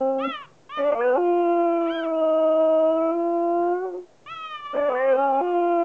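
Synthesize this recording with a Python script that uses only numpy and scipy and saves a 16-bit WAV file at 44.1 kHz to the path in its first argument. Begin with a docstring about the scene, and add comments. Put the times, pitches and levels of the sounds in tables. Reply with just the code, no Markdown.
"""A large dog close to a small camera mouths short syllables, then holds long howls, in a carpeted living room.
Its voice is summed overtones shaped by jaw, mouth and throat resonances, with breath noise pulsing each cycle.
A second dog, further off, yips and whines in arching overtones and huffs in bursts of coloured noise.
Under them lie coloured room and microphone noise, a low rumble, a faint steady tone and puffs of air."""
import sys
import numpy as np
from scipy import signal
from scipy.fft import rfft, irfft, next_fast_len
from scipy.io import wavfile
from scipy.ndimage import uniform_filter1d, map_coordinates

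SR = 44100
rng = np.random.default_rng(int(sys.argv[2]) if len(sys.argv) > 2 else 0)


def persist_wave(psi):
    """Save psi, clipped to +-1, as 16-bit WAV."""
    counts = np.round(np.clip(psi, -1, 1) * 32767).astype(np.int16)
    wavfile.write(sys.argv[1], SR, np.atleast_2d(counts).T)


def ratio(d):
    """dB to gain"""
    e = np.asarray(d, float) / 20
    return 10 ** e


N = 257544
TIME = np.arange(N) / SR


def unit(x):
    """Scale to rms 1."""
    return x / np.sqrt(np.mean(x ** 2) + 1e-20)


def along(points, hz):
    """Read (frequency [Hz], value) points on a log frequency axis."""
    f, v = np.transpose(points)
    return np.interp(np.log(hz + 1), np.log(f + 1), v)


def curve(rows):
    """Read a (time [s], value) table at every sample."""
    return np.interp(TIME, *np.transpose(rows))


def wobble(knots_per_s):
    """Smooth random curve through normally distributed knots."""
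    knots = rng.standard_normal(int(N * knots_per_s / SR) + 4)
    return map_coordinates(knots, [np.arange(N) * knots_per_s / SR])


def noise(spectrum):
    """Noise of rms 1, coloured by (frequency [Hz], relative level [dB]) points."""
    m = next_fast_len(N + 8192)
    white = rfft(rng.standard_normal(m))
    colour = ratio(along(spectrum, np.fft.rfftfreq(m, 1 / SR)))
    return unit(irfft(white * colour, m)[:N])


def bursts(rows):
    """Summed envelopes of (time [s], length [s], level [dB]) that rise fast and die away."""
    total = 0
    for start_s, length_s, db in rows:
        age = np.maximum(TIME - start_s, 0) / length_s
        total = total + ratio(db) * np.tanh(25 * age) * np.exp(-3 * age * age)
    return total


def dips(rows):
    """Summed bell curves of (time [s], half-length [s], depth)."""
    return sum(depth * np.exp(-((TIME - s) / half_s) ** 2) for s, half_s, depth in rows)


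def hump(hz, centre_hz, width_hz, steep):
    """Gain of a resonance, 1 at its centre."""
    return (1 + ((hz - centre_hz) / width_hz) ** 2) ** -steep


def phrase(rows, fade_s):
    """Sample span, soft edges and interpolated columns of one call."""
    s, *cols = np.transpose(rows)
    span = slice(max(round((s[0] - fade_s / 2) * SR), 0), round((s[-1] + fade_s / 2) * SR))
    t = TIME[span]
    edge = np.sin(np.pi / 2 * np.clip(np.minimum(t - t[0], t[-1] - t) / fade_s, 0, 1))
    return span, edge, [np.interp(t, s, c) for c in cols]


# room and microphone noise: (frequency [Hz], relative level [dB])
QUIET_COLOUR = [(20, -34), (60, -26.5), (120, -18), (200, -14), (240, -1), (600, -0.5), (1050, -11.5),
                (1500, -14), (2300, -17.5), (4000, -21), (7000, -21.5), (8200, -28), (9000, -54.5)]
# low rumble: (time [s], mean level [dB])
RUMBLE_LEVEL = [(0.05, -65), (0.85, -65), (1.19, -78), (3.8, -66), (4.82, -66), (5.11, -82.5), (5.8, -79)]
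# breath hitting the microphone: (time [s], length [s], level [dB])
MIC_PUFFS = [(.85, 0.064, -58), (.94, 0.034, -53), (1.92, 0.047, -57), (4.8, 0.072, -57)]


def background():
    """Steady coloured noise, an uneven low rumble, a faint thin electronic tone and low puffs of air."""
    hum = ratio(-58 + 0.2 * wobble(1.9)) * noise(QUIET_COLOUR)
    whistle = ratio(-83) * np.sin(2 * np.pi * 6665 * TIME)
    puffs = bursts(MIC_PUFFS) * noise([(15, -10), (35, -11), (110, -13.5), (250, -35.5), (1000, -77.5)])
    rumble_colour = [(15, -20), (40, -16.5), (85, -12.5), (125, -2), (170, -4.5), (260, -29), (600, -81)]
    rumble = ratio(curve(RUMBLE_LEVEL) + 4.3 * wobble(8.3)) * noise(rumble_colour)
    return hum + whistle + puffs + rumble


# decay of the room: (frequency [Hz], t60 [s])
ROOM_T60 = [(200, 0.15), (1500, 0.36), (6000, 0.017)]


def room(x):
    """Short furnished-room tail: noise in which each frequency dies at its own speed."""
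    hz, t, z = signal.stft(rng.standard_normal(SR // 2), SR, nperseg=256)
    t60_s = np.maximum(along(ROOM_T60, hz), .03)
    tail = signal.istft(z * ratio(-60 * t / t60_s[:, None]), SR, nperseg=256)[1]
    delayed = np.pad(x, (300, 0))  # samples
    return signal.fftconvolve(delayed, tail / np.linalg.norm(tail))[:N]


# voiceless breaths of the far dog: (time [s], length [s], centre [Hz], level [dB])
HUFF_BREATHS = [(3.611, 0.22, 1600, -55), (4.088, 0.07, 703, -63), (4.507, 0.19, 554, -69)]


def far_huffs():
    """Turbulent breath: noise bursts peaking at one frequency each."""
    out = np.zeros(N)
    for s, length_s, hz, db in HUFF_BREATHS:
        colour = [(.2 * hz, -30), (.78 * hz, -8), (hz, 0), (hz, -12), (2 * hz, -26), (9000, -60)]
        out += bursts([(s, length_s, db)]) * noise(colour)
    return out


# yips, the last trailing off in a whimper: (time [s], pitch [Hz], level before throat [dB])
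YIP_CALLS = [
    [(.185, 524, -59.5), (.214, 597.5, -45), (.25, 678, -38.5), (.275, 681, -40), (.302, 673, -39.5),
     (.356, 603, -42), (.42, 557, -51.5), (.46, 454, -61.5)],
    [(.694, 526, -55.5), (.73, 593, -49.5), (.768, 607.4, -42.5), (.81, 599, -47), (.86, 583, -52),
     (.93, 563, -58)],
    [(1.81, 584, -61), (1.86, 565.3, -57.5), (1.908, 760, -37), (1.938, 801.6, -37.5),
     (1.968, 816.6, -36.5), (2.025, 759, -42.5), (2.075, 550, -58)],
    [(4.262, 560.5, -49), (4.278, 597.4, -45), (4.305, 655.5, -43), (4.33, 667.6, -45), (4.357, 652, -48.5),
     (4.372, 648, -45), (4.436, 636.8, -45.5), (4.525, 617.2, -45), (4.563, 597.6, -49.5), (4.62, 588, -49),
     (4.69, 577.7, -46.5), (4.75, 592.3, -49.5), (4.8, 587.2, -49.5), (4.88, 579, -46.5),
     (4.97, 567.4, -51), (5.051, 599, -57), (5.23, 620, -54.5), (5.391, 563, -67.5), (5.48, 603, -62),
     (5.6, 516, -73.5)],
]
# throat of the far dog: (frequency [Hz], gain [dB])
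FAR_THROAT = [(900, 2.5), (1180, 12.5), (1350, 8), (1550, 0), (2000, -4), (2400, -2), (2750, 1.5),
              (3280, -3.5), (3550, -11.5), (3900, -18), (4200, -29), (6000, -31), (7500, -45.5)]
# brightness of the yips: (time [s], gain per overtone above the second [dB])
YIP_SHINE = [(.19, 0), (.3, -1), (.45, 0), (1.95, 0), (4.27, -1.5), (4.31, .6), (4.51, 0.5), (4.56, 0),
             (4.8, -1.5), (4.9, -3.5), (5.2, 0)]


def far_yips():
    """Thin high voice: a weak fundamental under throat-shaped overtones of flickering loudness."""
    out = np.zeros(N)
    waver, flicker = 1 + .002 * wobble(60), ratio(2 * wobble(45))
    shine = curve(YIP_SHINE)
    for rows in YIP_CALLS:
        span, edge, (hz, level_db) = phrase(rows, fade_s=.004)
        hz = uniform_filter1d(hz, size=SR // 50, mode="nearest")  # the pitch glides round its turns
        turn = 2 * np.pi * np.cumsum(hz * waver[span]) / SR
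        squeal_db = -.14 * np.maximum(hz - 690, 0)  # odd overtones fade in the highest register
        gains_db = [squeal_db - 11.5]
        for k in range(2, 12):
            gains_db.append(along(FAR_THROAT, k * hz) + squeal_db * (k % 2) + (k - 2) * shine[span])
        for k, db in enumerate(gains_db, 1):
            level = ratio(level_db + db + 2.2 * wobble(25)[span])
            out[span] += np.sqrt(2) * edge * level * np.sin(k * turn + k)
    return out * flicker


def far_dog():
    """Voiced yips plus voiceless huffs."""
    return far_yips() + far_huffs()


# voice breaks: (time [s], build-up [s], settling [s], roughness [0-1])
VOICE_BREAKS = [(.29, .015, .04, .35), (.775, .01, .05, .6), (.93, .025, .03, .58), (1.175, .03, .02, .25),
                (3.12, .07, .08, .08), (3.95, .04, .05, .22), (4.745, .012, .075, .6),
                (4.895, .015, .09, .5), (5.15, .025, .04, .25), (5.413, .025, .02, .35)]


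def break_roughness():
    """Unsteadiness of the folds, rising to and falling from each break."""
    return sum(curve([(s - build_s, 0), (s, share), (s + settle_s, 0)])
               for s, build_s, settle_s, share in VOICE_BREAKS)


# fast quaver: (time [s], pitch swing [%])
QUAVER = [(1.2, 0.12), (2.1, 0.72), (2.2, 1), (2.9, 0.55), (3.25, 0.068), (5.4, 0.083), (5.6, 0.45)]


def quaver():
    """Pitch swing in percent, cycling near 23 Hz at an uneven rate."""
    return curve(QUAVER) * np.sin(2 * np.pi * np.cumsum(23 + 2.5 * wobble(4.2)) / SR)


# brief sags of pitch as the jaw works: (time [s], half-length [s], depth [%])
PITCH_SAGS = [(0.83, 0.014, 2.8), (4.805, 0.013, 3.5), (4.849, 0.01, 2.2), (4.935, .015, 1.7),
              (5.326, 0.019, 2.8)]


def pitch_waver(rough, tremor_percent):
    """Pitch factor: quaver, jaw sags, slow waver and cycle-length scatter of rough folds."""
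    sag = dips(PITCH_SAGS) / 100
    return 1 + tremor_percent / 100 - sag + .0035 * wobble(28) + .12 * rough * wobble(140)


# the voice catches for a cycle or two: (time [s], half-length [s], level change [dB])
VOICE_CATCHES = [(0.917, .007, -9.5), (4.771, 0.0042, -9), (4.807, 0.0072, -5), (5.175, 0.0086, -4)]


def shimmer(rough):
    """Level factor: cycle-size scatter, larger with rough folds, and brief catches."""
    return ratio(.4 * wobble(30) + 4 * rough * wobble(170) + dips(VOICE_CATCHES))


# upper overtones against the ring: (frequency [Hz], gain [dB])
THROAT_GAIN = [(1200, -2), (1800, -22.5), (2200, -11.5), (3050, -14), (3350, -35), (3700, -41.5),
               (5000, -47.5)]


def overtone_gains(hz, level_db, jaw_hz, mouth_db, mouth_hz, is_syllable, ring_hz, ring):
    """Gains of 16 overtones: a source spectrum filtered by jaw, nose, mouth and throat resonances."""
    f = np.arange(1, 17)[:, None] * hz
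    tilt = -.36 + .054 * np.minimum(level_db + 17, 0)  # power law; steeper below -17 dB
    gain = (f / 500) ** tilt * hump(f, jaw_hz, 62, steep=.64)
    knee_hz = 1080  # above it the source falls faster
    gain *= hump(np.maximum(f, knee_hz), knee_hz, 280, steep=1.2)
    if is_syllable:
        # a nearly closed mouth sends sound through the nose and hollows this region; an open one lifts it
        gain *= ratio((mouth_db + 22.5) * hump(f, 1083, 250, steep=2.1))
    # a closed mouth hums: low-pitched fundamentals gain as it closes
    hum_share = np.clip((309 - hz) / 40, 0, 1)
    gain[0] *= ratio(-.62 * (mouth_db + 27.5) * hum_share)
    mouth_width_hz = 150 if is_syllable else 94  # the open mouth rings more broadly
    gain += ratio(mouth_db) * hump(f, mouth_hz, mouth_width_hz, steep=1.96)
    upper = f[4:]
    gain[4:] += ring * (ratio(along(THROAT_GAIN, upper)) + hump(upper, ring_hz, 150, steep=1.6))
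    return gain


# mouthed syllables: (time [s], pitch [Hz], level before resonances [dB], jaw resonance [Hz],
# mouth resonance [dB over level], mouth resonance [Hz])
SYLLABLE_CALLS = [
    [(.01, 264.4, -16, 632, -32.5, 1320), (.094, 268.4, -17, 632, -31.5, 1340),
     (.188, 266.2, -18.5, 645, -34.5, 1280), (.245, 271.5, -23.5, 652, -43.5, 1330),
     (.278, 272, -29, 330, -33, 1370), (.296, 286, -28, 442, -23, 1350), (.35, 287, -52, 440, -27, 1350)],
    [(.775, 303.8, -30, 530, -13, 1280), (.801, 282.8, -20.5, 507, -24, 1310),
     (.873, 294.4, -18.5, 585, -18, 1260), (.91, 286.7, -18.5, 590, -12.5, 1210),
     (.95, 303.6, -20.5, 637, -14.5, 1270)],
    [(.953, 226.3, -25, 698, -16, 1145), (1.002, 234.7, -21, 528, -14.5, 1170),
     (1.014, 239.2, -19.5, 547, -11.5, 1660), (1.078, 252.1, -18, 512, -14, 1470),
     (1.12, 247, -18, 488, -15, 1446), (1.145, 257.4, -15, 603, -21, 1330),
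     (1.178, 292, -13, 750, -24, 1400)],
    [(4.735, 266.1, -26, 452, -17, 1390), (4.769, 287.9, -16.5, 530, -21.5, 1680),
     (4.863, 294.6, -21.5, 588, -12, 1640), (4.893, 288.5, -19.5, 580, -17.5, 1645)],
    [(4.9, 250.7, -21, 590, -14, 1190), (4.947, 249.9, -19, 590, -15, 1225),
     (4.957, 251.4, -17.5, 590, -17, 1760), (4.992, 257.1, -20.5, 600, -9, 1806),
     (5.068, 269.2, -20, 567, -15.5, 1780), (5.116, 266.8, -18, 530, -19, 1600),
     (5.15, 248.9, -18.5, 500, -15.5, 1500), (5.172, 269.4, -15, 633, -24.5, 1400),
     (5.24, 279, -12, 764, -26, 1385), (5.35, 270.6, -15, 718, -28.5, 1327),
     (5.412, 283.2, -12, 776, -30.5, 1344)],
]
# held howls, lips rounded: (time [s], pitch [Hz], level before resonances [dB], jaw resonance [Hz],
# mouth resonance [dB over level])
HOWL_CALLS = [
    [(1.18, 352.7, -13.5, 498, -22), (1.31, 348.8, -12.5, 494, -30), (1.68, 340.3, -13, 535, -25),
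     (1.91, 332, -15.5, 496, -24), (1.94, 333.7, -18.5, 520, -26), (2.24, 316, -16.5, 564.5, -15),
     (2.82, 318.5, -15.5, 577, -21.5), (3.1, 329.2, -14.5, 539, -18.5), (3.17, 339.4, -18, 466, -39),
     (3.2, 338.5, -15.5, 510, -33.5), (3.53, 344.3, -15, 533, -33), (3.73, 352, -13, 528, -19.5),
     (3.8, 364.2, -21, 479, -4), (3.85, 377.4, -16.5, 514.4, -12), (3.92, 356, -30, 457, -17),
     (3.99, 362.6, -31, 406, -37), (4.048, 350.7, -50, 430, -38)],
    [(5.412, 350.6, -15.5, 520, -40.5), (5.444, 357.2, -15.5, 520, -17.5), (5.578, 348.5, -12, 536, -25.5),
     (5.62, 347.2, -13.5, 523, -26), (5.83, 342, -13.5, 557, -21.5)],
]
# ring deep in the throat: (time [s], frequency [Hz], level over voice [dB])
THROAT_RING = [(0, 2820, -47), (.3, 2770, -61), (.8, 2080, -27.5), (1, 2250, -27), (1.09, 2780, -32.5),
               (1.17, 2680, -44.5), (1.25, 2530, -35.5), (1.5, 2670, -34), (1.85, 2345, -35),
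               (2.12, 2280, -40.5), (2.17, 2846, -36.5), (2.97, 2900, -40.5), (3.01, 2300, -39),
               (3.12, 2300, -39.5), (3.2, 2560, -44.5), (3.72, 2800, -52), (3.75, 2160, -48),
               (3.85, 2250, -52), (4.7, 2330, -37.5), (5.1, 2180, -24.5), (5.2, 2860, -44),
               (5.35, 2466, -45), (5.45, 2650, -34), (5.84, 2520, -34.5)]
# every second cycle weakens as the long howl dies: (time [s], length [s], level [dB])
CYCLE_HALVINGS = [(3.85, 0.18, -11), (3.935, 0.068, -9)]
# noise of a voice break: (frequency [Hz], relative level [dB])
RASP_COLOUR = [(130, -51), (200, -27.5), (450, 5), (1200, -5.5), (2400, -19.5), (3100, -22), (3600, -49.5),
               (8000, -84)]
# breath noise: (frequency [Hz], relative level [dB])
BREATH_COLOUR = [(150, -45.5), (300, -6.5), (500, 1.5), (750, 3), (1100, -15), (1500, -24.5), (2000, -35),
                 (3000, -28.5), (3500, -55), (8000, -76.5)]


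def near_dog():
    """Overtones on the pitch of the folds, shaken at voice breaks, with breath noise pulsing once a cycle."""
    out, half = np.zeros(N), bursts(CYCLE_HALVINGS)
    howl_rough, syllable_rough = .015, .04  # between breaks
    rough = howl_rough + break_roughness()
    for rows in SYLLABLE_CALLS:
        rough[phrase(rows, fade_s=.012)[0]] += syllable_rough - howl_rough
    tremor_percent = quaver()
    waver, scatter = pitch_waver(rough, tremor_percent), shimmer(rough)
    rasp = noise(RASP_COLOUR)
    air = ratio(2 * wobble(12)) * noise(BREATH_COLOUR)
    ring_table = np.array(THROAT_RING)
    ring_hz, ring = curve(ring_table[:, :2]), ratio(curve(ring_table[:, ::2]))
    # each upper overtone flutters on its own; the quaver pumps them all, 2.5 dB per percent
    flutter = {k: ratio(2 * wobble(26) + 2.5 * tremor_percent) for k in range(5, 17)}

    for rows in SYLLABLE_CALLS + HOWL_CALLS:
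        span, edge, (hz, level_db, jaw_hz, mouth_db, *moving) = phrase(rows, fade_s=.011)
        mouth_hz = moving[0] if moving else 1326
        turn = 2 * np.pi * np.cumsum(hz * waver[span]) / SR
        gain = overtone_gains(hz, level_db, jaw_hz, mouth_db, mouth_hz, bool(moving),
                              ring_hz[span], ring[span])
        lower = sum(g * np.cos(k * turn - .3 * k * k) for k, g in enumerate(gain[:4], 1))
        between = sum(g * np.sin((k + .5) * turn) for k, g in enumerate([1, .25, .06], 1))
        upper = sum(g * flutter[k][span] * np.sin(k * turn + 1.9 * k) for k, g in enumerate(gain[4:], 5))
        tone = lower + half[span] * gain[0] * between + upper
        effort = np.sqrt(np.sum(gain[:4] ** 2, axis=0))
        hiss = ratio(-27.5) * air[span] + ratio(-5) * rough[span] ** 1.6 * rasp[span]
        breath = effort * (1 + .18 * np.cos(turn)) * hiss
        out[span] += edge * ratio(level_db) * (np.sqrt(2) * tone * scatter[span] + breath)
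    return out


def scene():
    """The near dog is nearly dry, the far one wetter."""
    near, far = near_dog(), far_dog()
    echo = room(ratio(-20) * near + ratio(-19) * far)
    return (near + far + echo + background())[None]


def roll_off(x):
    """The treble ends steeply here."""
    return signal.sosfilt(signal.butter(12, 8830, fs=SR, output="sos"), x)


def record(dry):
    """The small preamplifier rounds off the loudest peaks and adds a slight offset."""
    soft = dry / (1 + np.abs(dry / .33) ** 6) ** (1 / 6)
    finished = soft - .0013
    return roll_off(finished)


dry = scene()
out = record(dry)
persist_wave(out)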